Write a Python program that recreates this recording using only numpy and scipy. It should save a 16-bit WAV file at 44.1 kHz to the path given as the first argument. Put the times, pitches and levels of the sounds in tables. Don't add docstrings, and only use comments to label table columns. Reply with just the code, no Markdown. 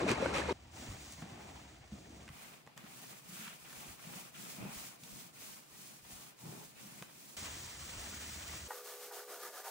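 import sys
import numpy as np
from scipy import signal
from scipy.fft import rfft, irfft, next_fast_len
from scipy.io import wavfile

SR = 44100
rng = np.random.default_rng(int(sys.argv[2]) if len(sys.argv) > 2 else 0)


def master(y):
    cut = np.clip(np.atleast_2d(y).T, -1, 1)
    pcm = np.round(cut * 32767)
    wavfile.write(sys.argv[1], SR, pcm.astype(np.int16))


N = 427769
TIME = np.arange(N) / SR

PASSAGE_EDGES = [0, .528, 2.295, 7.367, 8.68, 9.71]

TREBLE, MIDDLE, BASS, SUB = (4000, 9000), (600, 3000), (110, 400), (30, 100)
BUBBLY, SPLASHY = (150, 1000), (1500, 8000)

# frequency in Hz, left-right likeness from 0 to 1, phase lead of the left in radians.
FOCUSED = [(250, .97, 0), (700, .35, .8), (1300, .35, .6), (1900, .68, 0), (2800, .35, -2.9),
           (3500, .12, 0), (5000, .15, -2), (5500, .88, -.25), (7200, .78, -.3), (8600, .6, -1.7),
           (9900, .92, -3.05), (10800, .99, -3.14), (13600, .98, -3.16), (15700, .45, -4.9)]
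WIDE = [(60, 0.75, 0), (200, 0.42, 0), (397, 0.064, 0), (4470, 0.025, -2), (6900, 0.39, -1.46),
        (11000, 0.079, -2), (11350, 1, -3.5), (12100, 0.9, -2), (13600, 0.13, -3.5)]
NARROW = [(2140, 1, 0), (2800, 0.65, 0.5), (4500, 0.32, 0.8), (9500, 0.5, 0.4), (11300, 0.7, .1),
          (12200, 1, 0), (13600, .75, .1), (14500, .35, .5)]

# level in dB, for one of the first four passages.
DEEP_DB = [-51.5, -62, -83, -58]
# frequency in Hz, relative density in dB per Hz.
DEEP_TONE = [(20, -36), (40, -21), (60, -0.5), (75, 3.5), (92, -3), (130, -25), (300, -65), (1000, -84)]
AIR_TONE = [(30, -35), (150, 6), (350, 10.5), (800, 0), (2000, -9), (5000, -1), (15000, -84)]

# partial in Hz, mean level in dB rms, change near the end in dB.
HUM = [(376.8, -73, -6), (419.5, -61.8, -3), (490.5, -58, -15), (559.9, -71, 0), (630, -76, 0),
       (700, -74.5, 0), (748.3, -73, 0), (829, -73, -11), (1136, -70.5, -11), (1200, -75, 0),
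       (1486, -76, -11)]
HUM_DROP_S, HUM_FADE_S = 9.46, .08
HUM_WAVER_DB, HUM_WAVER_RAD, HUM_WAVERS_PER_S = 1, .1, 8

# start in seconds, peak level in dB.
STEPS = [(0.884, -41), (1.925, -59), (2.29, -52), (3.769, -63), (3.88, -53), (4.6, -60), (4.764, -55),
         (5.12, -62), (6.025, -66), (6.125, -58), (6.43, -72), (7.48, -61), (7.968, -44)]
# mode in Hz, relative level in dB, time to fall by 60 dB in seconds.
JOISTS = [(56, -2, 0.17), (80, 0, 0.18)]

# start in seconds, peak in dB, board pitch in Hz.
THUMPS = [(0.821, -46, 231), (1.183, -47, 161), (1.222, -38, 204), (1.229, -37, 178), (1.32, -45, 165),
          (1.37, -51, 217), (1.391, -50, 178), (1.921, -39, 205), (1.935, -42, 188), (2.262, -52, 200),
          (2.3, -45.5, 135), (2.667, -53, 149), (2.838, -48, 204), (3.291, -49.5, 190), (3.326, -48, 214),
          (3.392, -48, 212), (3.412, -50, 205), (3.472, -49, 231), (4.068, -44.5, 196), (4.106, -47, 150),
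          (4.16, -46, 181), (4.436, -50.5, 200), (4.583, -46, 194), (4.634, -40, 166), (4.655, -43, 165),
          (5.028, -48, 155), (6.436, -44, 152), (6.455, -49, 150), (6.488, -44, 147), (6.855, -52, 195),
          (6.978, -56, 187), (7.015, -45, 175), (7.167, -56, 188)]
# multiple of its pitch, relative level in dB, time to fall by 60 dB in seconds.
BOARD_MODES = [(.78, -6, 0.061), (1, 11, 0.052), (1.5, -8, 0.12), (3.6, -13, 0.021)]

# start in seconds, knock level in dB,
# knock pitch in Hz, half-width of its band as a natural log ratio, snap level in dB.
CLICKS = [(1.122, -60, 7500, .3, -76), (1.221, -54.5, 620, .55, -68), (2.278, -59, 1850, .3, -67),
          (2.288, -58.5, 1500, .5, -68), (2.664, -69, 800, .9, -73), (2.673, -59, 850, .65, -72),
          (2.769, -70, 790, .5, -76), (2.776, -61, 850, .9, -57.5), (2.84, -68, 1300, 1, -74),
          (3.467, -58, 1350, .4, -67), (3.477, -57, 1150, .4, -64), (3.728, -62, 1200, .4, -64),
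          (5.035, -69, 1700, .6, -59), (7.023, -52.5, 620, 1.15, -57.5)]
KNOCK_PEAK_S, SNAP_PEAK_S = .0017, .0012
SNAP_BAND_HZ = (2000, 9000)

# start in seconds, peak level in dB.
CLACKS = [(8.706, -31), (8.716, -38), (9.111, -42.5), (9.665, -46)]
# mode in Hz, relative level in dB, time to fall by 60 dB in seconds.
POLE_MODES = [(510, -7.5, 0.093), (835, 4, 0.053), (920, 1, 0.074), (1210, 0, 0.039), (1424, 7.5, 0.018),
              (1867, -9, 0.12)]

# start in seconds, length in seconds, mean pitch in Hz, level in dB.
SQUEAKS = [(9.172, 0.033, 1220, -57), (9.311, .08, 699, -58), (9.4, 0.085, 1210, -56),
           (9.531, 0.076, 758, -60), (9.652, 0.052, 780, -53), (9.655, 0.047, 935, -51)]
SQUEAK_WOBBLE, SQUEAK_ROUGH_DB = .025, 3.5

# start in seconds, length in seconds, fullest at 0-1, level in dB.
PUDDLES = [(3.289, 0.29, 0.6, -57.5), (3.645, 0.092, 0, -64), (4.34, 0.06, 0.07, -59),
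           (4.372, .11, .06, -64), (6.742, 0.16, 0.1, -68.5)]
# frequency in Hz, relative density in dB per Hz.
SLURP_TONE = [(600, -25), (1000, -10), (1400, 2), (1900, -3), (2100, -3), (2550, 3), (3200, -2), (5000, -9),
              (9000, -30)]

# start in seconds, length in seconds, extra rumble in dB,
# then low, middle and high groan in dB, ahead of a small common lift.
PRESSES = [(1.27, .36, .5, -64, -59.5, -75), (1.93, .36, 0.28, -70, -73, -85),
           (4.046, 0.12, 2, -73, -70, -77), (4.575, 0.17, 10, -73, -57, -60.5),
           (6.415, 0.25, 5.1, -60, -62, -82)]
PRESS_FIZZ, PRESS_SQUISH = -0.75, 0.045
# mean frequency in Hz, width in Hz.
GROAN = [(390, 180), (790, 290), (2420, 470)]
GROAN_GLIDE, GROAN_LIFT_DB = 0.1, 0.5

# start in seconds, length in seconds, fullest at 0-1, gurgle and splash in dB.
SURGES = [(-.04, 0.087, 0.1, -38, -45.5), (0.069, 0.081, 0.32, -37.5, -37.5),
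          (0.175, 0.16, 0.4, -41.5, -48), (0.329, 0.11, 0.2, -44, -39), (0.478, 0.055, 0.3, -45, -47.5)]
# level in dB, for gurgle then splash.
STREAM_DB = (-44, -49)
SURGE_LAW = (0.26, 1)
# start in seconds, peak level in dB,
# pitch at the start in Hz, time to die away to about a third in seconds.
GLUGS = [(.022, -32, 320, .008), (.031, -29, 360, .005), (.042, -28.5, 345, .0045),
         (.051, -28.5, 205, .0054), (.064, -30, 620, .005), (.072, -33, 300, .0045),
         (.105, -26, 230, .0045), (.116, -27.5, 380, .0065), (.224, -28, 525, .012),
         (.256, -26.5, 537, .0068), (.259, -30, 1500, .0034), (.260, -32, 950, .0024),
         (.326, -37, 1350, .005), (.350, -33, 543, .0085), (.366, -32, 1250, .0045),
         (.382, -33, 490, .0084), (.487, -32, 472, .011), (.492, -31.5, 930, .006), (.507, -28, 379, .013)]
# start in seconds, level at the start in dB.
SPLATS = [(.093, -35), (.108, -35), (0.116, -29.5), (0.26, -39), (.382, -34)]
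SPLAT_T60_S = 0.014
# frequency in Hz, relative density in dB per Hz.
SPLAT_TONE = [(300, -14), (1200, 0), (2500, 9), (4000, -6), (7500, -8), (10500, -11), (15500, -24)]
GURGLE_TONE = [(40, -22), (90, 5), (170, 2), (330, 2.5), (550, 2.5), (730, -1.5), (920, -0.5), (1500, -9),
               (3000, -48)]
SPLASH_TONE = [(300, -27), (900, 2), (1700, 1), (2050, 0), (2550, 3.5), (3300, -4.5), (4000, -4),
               (5200, -9), (8300, -10), (10500, -16.5), (15500, -25)]
# resonance in Hz, width in Hz, level in dB ahead of the common ring level.
CANISTER = [(1140, 41, -3), (1670, 64, -5), (2140, 56, 2), (2510, 54, -4), (4030, 87, -8)]
CANISTER_RING_DB = -3.5
# frequency in Hz, left minus right in dB.
POUR_SIDE = [(60, -1), (110, 0), (200, 0.5), (380, 1.5), (700, 5), (1290, 1.5), (2380, -2.5), (4400, 1.5),
             (8120, 0), (15000, -1)]

# start in seconds, length in seconds, fastest at 0-1, then peak levels of
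# peeling fizz, rubbing and board rumble in dB.
SCRUBS = [(8.649, 0.19, 0.6, -57.5, -57.5, -72), (8.826, 0.18, 0.34, -56, -57, -73),
          (8.968, 0.15, 0.47, -57, -60, -71), (9.112, 0.15, 0.23, -55.5, -54, -70),
          (9.268, 0.14, 0.39, -57, -52.5, -66.5), (9.374, 0.15, 0.5, -55.5, -52.5, -66),
          (9.51, 0.13, 0.54, -57, -51.5, -70), (9.625, 0.11, 0.43, -55, -52, -86)]
# level in dB, for fizz, rubbing, then rumble.
SCRUB_TURN_DB = (-64, -72, -79)
SCRUB_LAW = (0.94, 1, 0.43)
# frequency in Hz, relative density in dB per Hz.
THIN_FIZZ_TONE = [(150, -50), (800, -1.5), (2800, -1.5), (4800, 0.5), (7000, 1), (11500, -2), (15500, 0.5)]
RUB_TONE = [(100, -38), (260, -29), (400, -1), (750, 0), (1050, -3), (1250, -0.5), (1800, -4), (2300, -13),
            (3200, -26), (8000, -43)]
THIN_RUMBLE_TONE = [(100, -42), (220, -11), (340, -4.5), (385, 5.5), (450, -2), (700, -5), (2000, -38)]
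# resonance in Hz, width in Hz, level in dB ahead of the common ring level.
RUBBED_POLE = [(383, 18, 0), (515, 35, -1), (653, 45, -2), (740, 24, -0.45), (924, 22, 1), (1210, 40, 2),
               (1450, 53, 1.4), (1690, 40, 0)]
RUBBED_RING_DB = 3

# start in seconds, length in seconds, fastest at 0-1, then peak levels of
# peeling fizz, squish and board rumble in dB, ahead of overlap, pressing, unevenness and left-right placing.
STROKES = [(0.731, 0.35, 0.26, -57, -58.5, -55), (0.944, 0.28, 0.64, -59, -65, -64.5),
           (1.202, 0.69, 0.08, -64.5, -61, -59.5), (1.932, 0.69, 0, -67, -68.5, -59),
           (2.302, 0.32, 0.35, -64.5, -60.5, -65), (2.787, 0.11, 0.1, -73, -63.5, -63),
           (2.805, 0.41, 0.64, -60.5, -62, -62.5), (3.23, 0.36, 0.5, -57.5, -61.5, -62.5),
           (3.559, 0.39, 0.81, -59, -60, -61.5), (3.973, 0.33, 0.53, -57.5, -58.5, -60),
           (4.338, 0.37, 0.36, -57, -62, -58.5), (4.554, 0.41, 0.52, -56, -59, -60.5),
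           (4.977, .33, 0.59, -59, -67, -59.5), (5.346, 0.32, 0.33, -58.5, -64.5, -65),
           (5.67, 0.35, 0.51, -61.5, -69, -66.5), (6.036, 0.3, 0.39, -60, -65, -64.5),
           (6.389, 0.33, 0.41, -58.5, -67, -59.5), (6.73, 0.49, 0.27, -62.5, -66.5, -62),
           (7.105, 0.27, 0.7, -62, -72, -66), (7.235, 0.44, 0.18, -52, -56, -58),
           (7.738, 1.12, 0.27, -55, -59.5, -65)]
STROKE_LAW = (0.93, 0.8, .99)
OVERLAP_S = 0.028
# frequency in Hz, relative density in dB per Hz.
FIZZ_TONE = [(600, -8), (2000, 1.5), (3500, 3), (5100, 4.5), (6500, 6), (8500, 0.5), (12000, -10),
             (15500, -11)]
SQUISH_TONE = [(200, -13), (480, 0.5), (760, -1), (1100, 0.5), (1650, -1.5), (2450, 1), (3300, -3.5),
               (5000, -13), (12000, -58)]
RUMBLE_TONE = [(50, -20), (92, -19), (122, 6.5), (170, 1.5), (235, 2.5), (300, 0.5), (480, -5), (620, -4.5),
               (750, -15), (1100, -7.5), (3000, -27)]
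BROAD_RUMBLE_TONE = [(50, -47), (110, 8.5), (170, 0), (240, 1.5), (325, 4), (420, -5.5), (700, -0.5),
                     (1100, -42), (3000, -52)]
# centre in Hz, width in Hz.
HOLLOW_COLOURS = [(760, 210), (2420, 17)]
RUMBLE_REST_HZ, RUMBLE_RISE_HZ, RUMBLE_WIDTH_HZ, RUMBLE_NOTE_DB = 136.5, 65, 67, 3
POCKET_HZ, POCKET_WIDTH_HZ, POCKET_DB, POCKET_SWING, POCKET_PER_S = 1110, 130, -5.5, .4, 22
CLUMP_DB, CLUMPS_PER_S, WETNESS_DB, WETNESS_PER_S = 1.7, 70, 1.03, 45

EDGE_HZ = 15780


def amp(db):
    return 10 ** (np.asarray(db) / 20)


def unit(x):
    return x / np.sqrt(np.mean(x ** 2) + 1e-20)


def read(points, hz, axis=1):
    table = np.array(points)
    return np.interp(np.log(hz + 1), np.log(table[:, 0] + 1), table[:, axis])


def add(mix, s, sound):
    part = mix[..., max(0, round(s * SR)):][..., :sound.shape[-1]]
    part += sound[..., :part.shape[-1]]


def passage(order):
    return TIME[round(PASSAGE_EDGES[order] * SR):round(PASSAGE_EDGES[order + 1] * SR)]


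def wander(t, per_s):
    knots = rng.standard_normal(4096)
    return unit(np.interp((t - t[0]) * per_s, np.arange(len(knots)), knots))


def grains(t, per_s, spread_db, wash):
    happens = rng.random(len(t)) < per_s / SR
    size = amp(spread_db * np.minimum(rng.exponential(1, len(t)), 5)) * happens
    pops = size * rng.choice([-1, 1], (2, len(t)))
    return unit(pops) + wash * rng.standard_normal((2, len(t)))


def bubbles(t, per_s, low_hz, high_hz, cycles, spread_db):
    out, age = np.zeros((2, len(t))), np.arange(SR // 12) / SR
    for hz in np.geomspace(low_hz, high_hz, num=40):
        life = age * hz / cycles
        tone = np.sin(2 * np.pi * hz * age * (1 + 0.0281 * np.minimum(life, 5)))
        ring = unit(tone * np.exp(-life) * (1 - np.exp(-6 * life)))
        happens = rng.random(out.shape) < per_s * np.sqrt(hz / high_hz) / SR
        births = happens * amp(spread_db * rng.standard_normal(out.shape))
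        out += hz ** 0.21 * signal.oaconvolve(births, ring[None], axes=1)[:, :len(t)]
    return unit(out)


def colour(drive, spectrum, pair, band):
    size = next_fast_len(drive.shape[1])
    hz = np.fft.rfftfreq(size, 1 / SR)
    a, b = rfft(drive, size) * amp(read(spectrum, hz))
    same = read(pair, hz)
    right = (same * a + np.sqrt(1 - same ** 2) * b) * np.exp(-1j * read(pair, hz, axis=2))
    z = np.array([a, right])
    in_band = (hz > band[0]) & (hz < band[1])
    rms = np.sqrt(2 * np.sum(abs(z.mean(0)[in_band]) ** 2)) / size
    return irfft(z / rms, size)[:, :drive.shape[1]]


def resonate(x, hz, width):
    turn, r = np.exp(2j * np.pi * np.cumsum(hz) / SR), np.exp(-np.pi * width / SR)
    return 2 * (turn * signal.lfilter([1 - r], [1, -r], x / turn)).real


def ringing(x, resonances, ring_db):
    return x + sum(amp(ring_db + db) * resonate(x, np.full(x.shape[-1], hz), width)
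                   for hz, width, db in resonances)


def arch(t, s, length, top):
    return np.sin(np.pi / 2 * np.interp((t - s) / length, [0, np.clip(top, .05, .95), 1], [0, 1, 0]))


def swells(t, rows, rest_db, law):
    power = amp(rest_db)[:, None] ** 2
    for s, length, top, *peak_db in rows:
        gain = amp(peak_db)[:, None] * arch(t, s, length, top) ** np.array(law)[:, None]
        power = power + gain ** 2
    return np.sqrt(power)


def room(x, wet_db, t60):
    t = np.arange(SR // 2) / SR
    tail = rng.standard_normal((2, len(t))) * amp(-60 * t / t60) * (t > .004)
    return x + amp(wet_db) * signal.oaconvolve(x[None], tail / np.linalg.norm(tail[0]), axes=1)[:, :N]


def strike(rows, modes, rise_s, detune):
    out, t = np.zeros(N), np.arange(SR // 4) / SR
    hz, db, t60 = np.transpose(modes)[:, :, None]
    shifts = rng.standard_normal((len(rows), len(modes), 1))
    for (s, peak_db, *pitch), shift in zip(rows, shifts):
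        tones = np.sin(2 * np.pi * hz * np.prod(pitch) * (1 + detune * shift) * t)
        ring = (amp(db - 60 * t / t60) * tones).sum(0) * (1 - np.exp(-t / rise_s))
        add(out, s, amp(peak_db) * ring / abs(ring).max())
    return out


def background():
    ends = np.concatenate([passage(order=k)[[0, -1]] for k in range(len(DEEP_DB))])
    deep = np.interp(TIME, ends, np.repeat(amp(DEEP_DB), 2))
    low = deep * colour(rng.standard_normal((2, N)), DEEP_TONE, FOCUSED, SUB)
    air = amp(-80.0) * colour(rng.standard_normal((2, N)), AIR_TONE, WIDE, MIDDLE)
    return (low + air) * np.interp(TIME, [PASSAGE_EDGES[-2], PASSAGE_EDGES[-2] + 0.0055], [1, 0])


def machine_hum(t):
    dying = np.interp(t, [HUM_DROP_S, HUM_DROP_S + HUM_FADE_S], [0, 1])
    hum = np.zeros(len(t))
    for hz, db, drop_db in HUM:
        level = amp(db + drop_db * dying + HUM_WAVER_DB * wander(t, HUM_WAVERS_PER_S))
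        phase = 2 * np.pi * hz * t + HUM_WAVER_RAD * wander(t, HUM_WAVERS_PER_S)
        hum += level * np.sqrt(2) * np.sin(phase)
    return hum


def footsteps():
    return strike(STEPS, JOISTS, 0.0085, 0.14)


def board_thumps():
    thumps = room(strike(THUMPS, BOARD_MODES, 0.0036, 0.053), -24, 0.24)
    return signal.sosfilt(signal.butter(2, 95, "high", fs=SR, output="sos"), thumps)


def frame_clicks():
    out, t = np.zeros(N), np.arange(SR // 40) / SR
    thin = signal.butter(2, SNAP_BAND_HZ, "band", fs=SR, output="sos")
    noises = rng.standard_normal((len(CLICKS), 2, len(t)))
    for (s, knock_db, hz, spread, snap_db), noise in zip(CLICKS, noises):
        woody = signal.butter(2, hz * np.exp([-spread, spread]), "band", fs=SR, output="sos")
        knock = signal.sosfilt(woody, noise[0] * t * np.exp(-t / KNOCK_PEAK_S))
        snap = signal.sosfilt(thin, noise[1] * t * np.exp(-t / SNAP_PEAK_S))
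        add(out, s, amp(knock_db) * unit(knock) + amp(snap_db) * unit(snap))
    return room(out, -7.5, .25)


def pole_clacks():
    clacks = room(strike(CLACKS, POLE_MODES, 0.00073, 0.022), -21, 1.0)
    return signal.sosfilt(signal.butter(4, 330, "high", fs=SR, output="sos"), clacks)


def squeaks():
    out = np.zeros((2, N))
    for s, length, hz, db in SQUEAKS:
        t = np.arange(0, length, 1 / SR)
        pitch = hz * (1 + SQUEAK_WOBBLE * wander(t, 156))
        tone = unit(np.sin(2 * np.pi * np.cumsum(pitch) / SR) * amp(SQUEAK_ROUGH_DB * wander(t, 203)))
        add(out, s, amp(db) * arch(t, 0, length, .5) * tone)
    return out


def puddles():
    out = np.zeros((2, N))
    for s, length, top, db in PUDDLES:
        t = np.arange(0, length, 1 / SR)
        froth = bubbles(t, 70, 1009, 3810, 14.4, 3.7) + .6 * grains(t, 2000, 2.2, 0.89)
        add(out, s, amp(db) * arch(t, 0, length, top) * colour(froth, SLURP_TONE, WIDE, MIDDLE))
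    return out


def groans():
    out = np.zeros((2, N))
    for s, length, _, *levels_db in PRESSES:
        t = np.arange(0, length, 1 / SR)
        slips = grains(t, 970, 1.4, 0.56)
        glide = 1 + GROAN_GLIDE * (t / length - .5)
        swell = arch(t, 0, length, 0.41) ** 0.45
        for (hz, width), db in zip(GROAN, levels_db):
            once = resonate(slips, hz * glide, width)
            ring = unit(resonate(once, hz * glide, width))
            add(out, s, amp(db + GROAN_LIFT_DB) * swell * ring)
    return out


def splats(t):
    crack = sum(amp(db - 60 * abs(t - s) / SPLAT_T60_S) * (t >= s) for s, db in SPLATS)
    return crack * colour(rng.standard_normal((2, len(t))), SPLAT_TONE, FOCUSED, SPLASHY)


def glugs(length):
    out, age = np.zeros((2, length)), np.arange(SR // 16) / SR
    for s, peak_db, hz, decay_s in GLUGS:
        tone = np.sin(2 * np.pi * hz * age * (1 + 1.15 * age))
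        ring = tone * (1 - np.exp(-age / 0.0017)) * np.exp(-age / decay_s)
        add(out, s, amp(peak_db) * ring / abs(ring).max())
    return out


def pouring():
    t = passage(order=0)
    gurgle, splash = swells(t, SURGES, STREAM_DB, SURGE_LAW)
    churn = bubbles(t, 160, 109.4, 3510, 3.1, 1.3) + 0.67 * rng.standard_normal((2, len(t)))
    body = gurgle * colour(churn, GURGLE_TONE, FOCUSED, BUBBLY) + glugs(len(t))
    droplets = grains(t, 4000, 0.9, 0.73) + 0.37 * bubbles(t, 16, 883, 6270, 9.5, 6.2)
    spray = splash * colour(ringing(droplets, CANISTER, CANISTER_RING_DB), SPLASH_TONE, FOCUSED, SPLASHY)
    side_db = read(POUR_SIDE, np.fft.rfftfreq(len(t), 1 / SR))
    return irfft(rfft(body + spray + splats(t)) * amp([side_db / 2, -side_db / 2]), len(t))


def scrubbing():
    t = passage(order=4)
    peel, rub, bump = swells(t, SCRUBS, SCRUB_TURN_DB, SCRUB_LAW)
    fizz = peel * colour(grains(t, 7000, 1.8, 0.89), THIN_FIZZ_TONE, NARROW, TREBLE)
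    slips = grains(t, 900, 2.2, .7) + .4 * bubbles(t, 25, 350, 2000, 16, 2)
    scrub = rub * colour(ringing(slips, RUBBED_POLE, RUBBED_RING_DB), RUB_TONE, NARROW, MIDDLE)
    rumble = bump * colour(grains(t, 300, 1.7, 0.96), THIN_RUMBLE_TONE, NARROW, BASS)
    return fizz + scrub + rumble + machine_hum(t)


def roller_drive(t, rest_db):
    strokes = [(s - OVERLAP_S, length + 2 * OVERLAP_S, *rest) for s, length, *rest in STROKES
               if t[0] < s + .4 * length < t[-1]]
    press_db = sum(db * arch(t, s, length, 0.28) for s, length, db, *_ in PRESSES)
    pressing = amp(np.outer([PRESS_FIZZ, PRESS_SQUISH, 1], press_db))
    return swells(t, strokes, rest_db, STROKE_LAW) * pressing


def peeling_fizz(t, pair, top_db):
    hz = np.geomspace(100, 16000, num=200)
    lift_db = top_db * np.log2(np.maximum(hz / 6500, 1))
    bright = np.column_stack([hz, read(FIZZ_TONE, hz) + lift_db])
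    wetness = amp(WETNESS_DB * wander(t, WETNESS_PER_S))
    return wetness * colour(grains(t, 7000, 1.4, 1.0), bright, pair, TREBLE)


def squeezed_film(t, pair, hollow_db):
    hz = np.geomspace(100, 16000, num=200)
    tint_db = sum(db / (1 + (2 * (hz - centre) / width) ** 2)
                  for (centre, width), db in zip(HOLLOW_COLOURS, hollow_db))
    hollow = np.column_stack([hz, read(SQUISH_TONE, hz) + tint_db])
    froth = grains(t, 1800, 2.1, 1.0) + 0.5 * bubbles(t, 20, 602.8, 5063, 15.25, 1.8)
    pocket_hz = POCKET_HZ * np.exp(POCKET_SWING * wander(t, POCKET_PER_S))
    pocket = resonate(froth, pocket_hz, POCKET_WIDTH_HZ)
    clumps = amp(CLUMP_DB * wander(t, CLUMPS_PER_S))
    return clumps * colour(froth + amp(POCKET_DB) * pocket, hollow, pair, MIDDLE)


def board_rumble(t, pair, boards):
    speed = np.max([arch(t, s, length, top) for s, length, top, *_ in STROKES], axis=0)
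    jolts = grains(t, 300, 0.97, 0.85)
    note = resonate(jolts, RUMBLE_REST_HZ + RUMBLE_RISE_HZ * speed, RUMBLE_WIDTH_HZ)
    return colour(jolts + amp(RUMBLE_NOTE_DB) * note, boards, pair, BASS)


def rolling(t, pair, boards, rest_db, top_db, hollow_db):
    peel, squeeze, bump = roller_drive(t, rest_db)
    fizz = peel * peeling_fizz(t, pair, top_db)
    squish = squeeze * squeezed_film(t, pair, hollow_db)
    rumble = bump * board_rumble(t, pair, boards)
    return fizz + (squish + rumble) * amp([[.4], [-.4]])


def scene():
    work = np.hstack([
        pouring(),
        rolling(passage(order=1), FOCUSED, BROAD_RUMBLE_TONE,
                rest_db=(-71.5, -67.5, -65), top_db=8.5, hollow_db=(7, 0.5)),
        rolling(passage(order=2), WIDE, RUMBLE_TONE,
                rest_db=(-78.5, -72, -73), top_db=13.5, hollow_db=(4, 4)),
        rolling(passage(order=3), FOCUSED, BROAD_RUMBLE_TONE,
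                rest_db=(-55, -59.8, -60.5), top_db=10.5, hollow_db=(-1, 0.5)),
        scrubbing()])
    wet_details = squeaks() + groans() + puddles()
    blows = board_thumps() + pole_clacks() + footsteps() + frame_clicks()
    return work + wet_details + blows + background()


def record(dry):
    lowpass = signal.firwin(801, EDGE_HZ, window=("kaiser", 9), fs=SR)
    return signal.oaconvolve(dry, lowpass[None], "same")


dry = scene()
out = record(dry)
master(out)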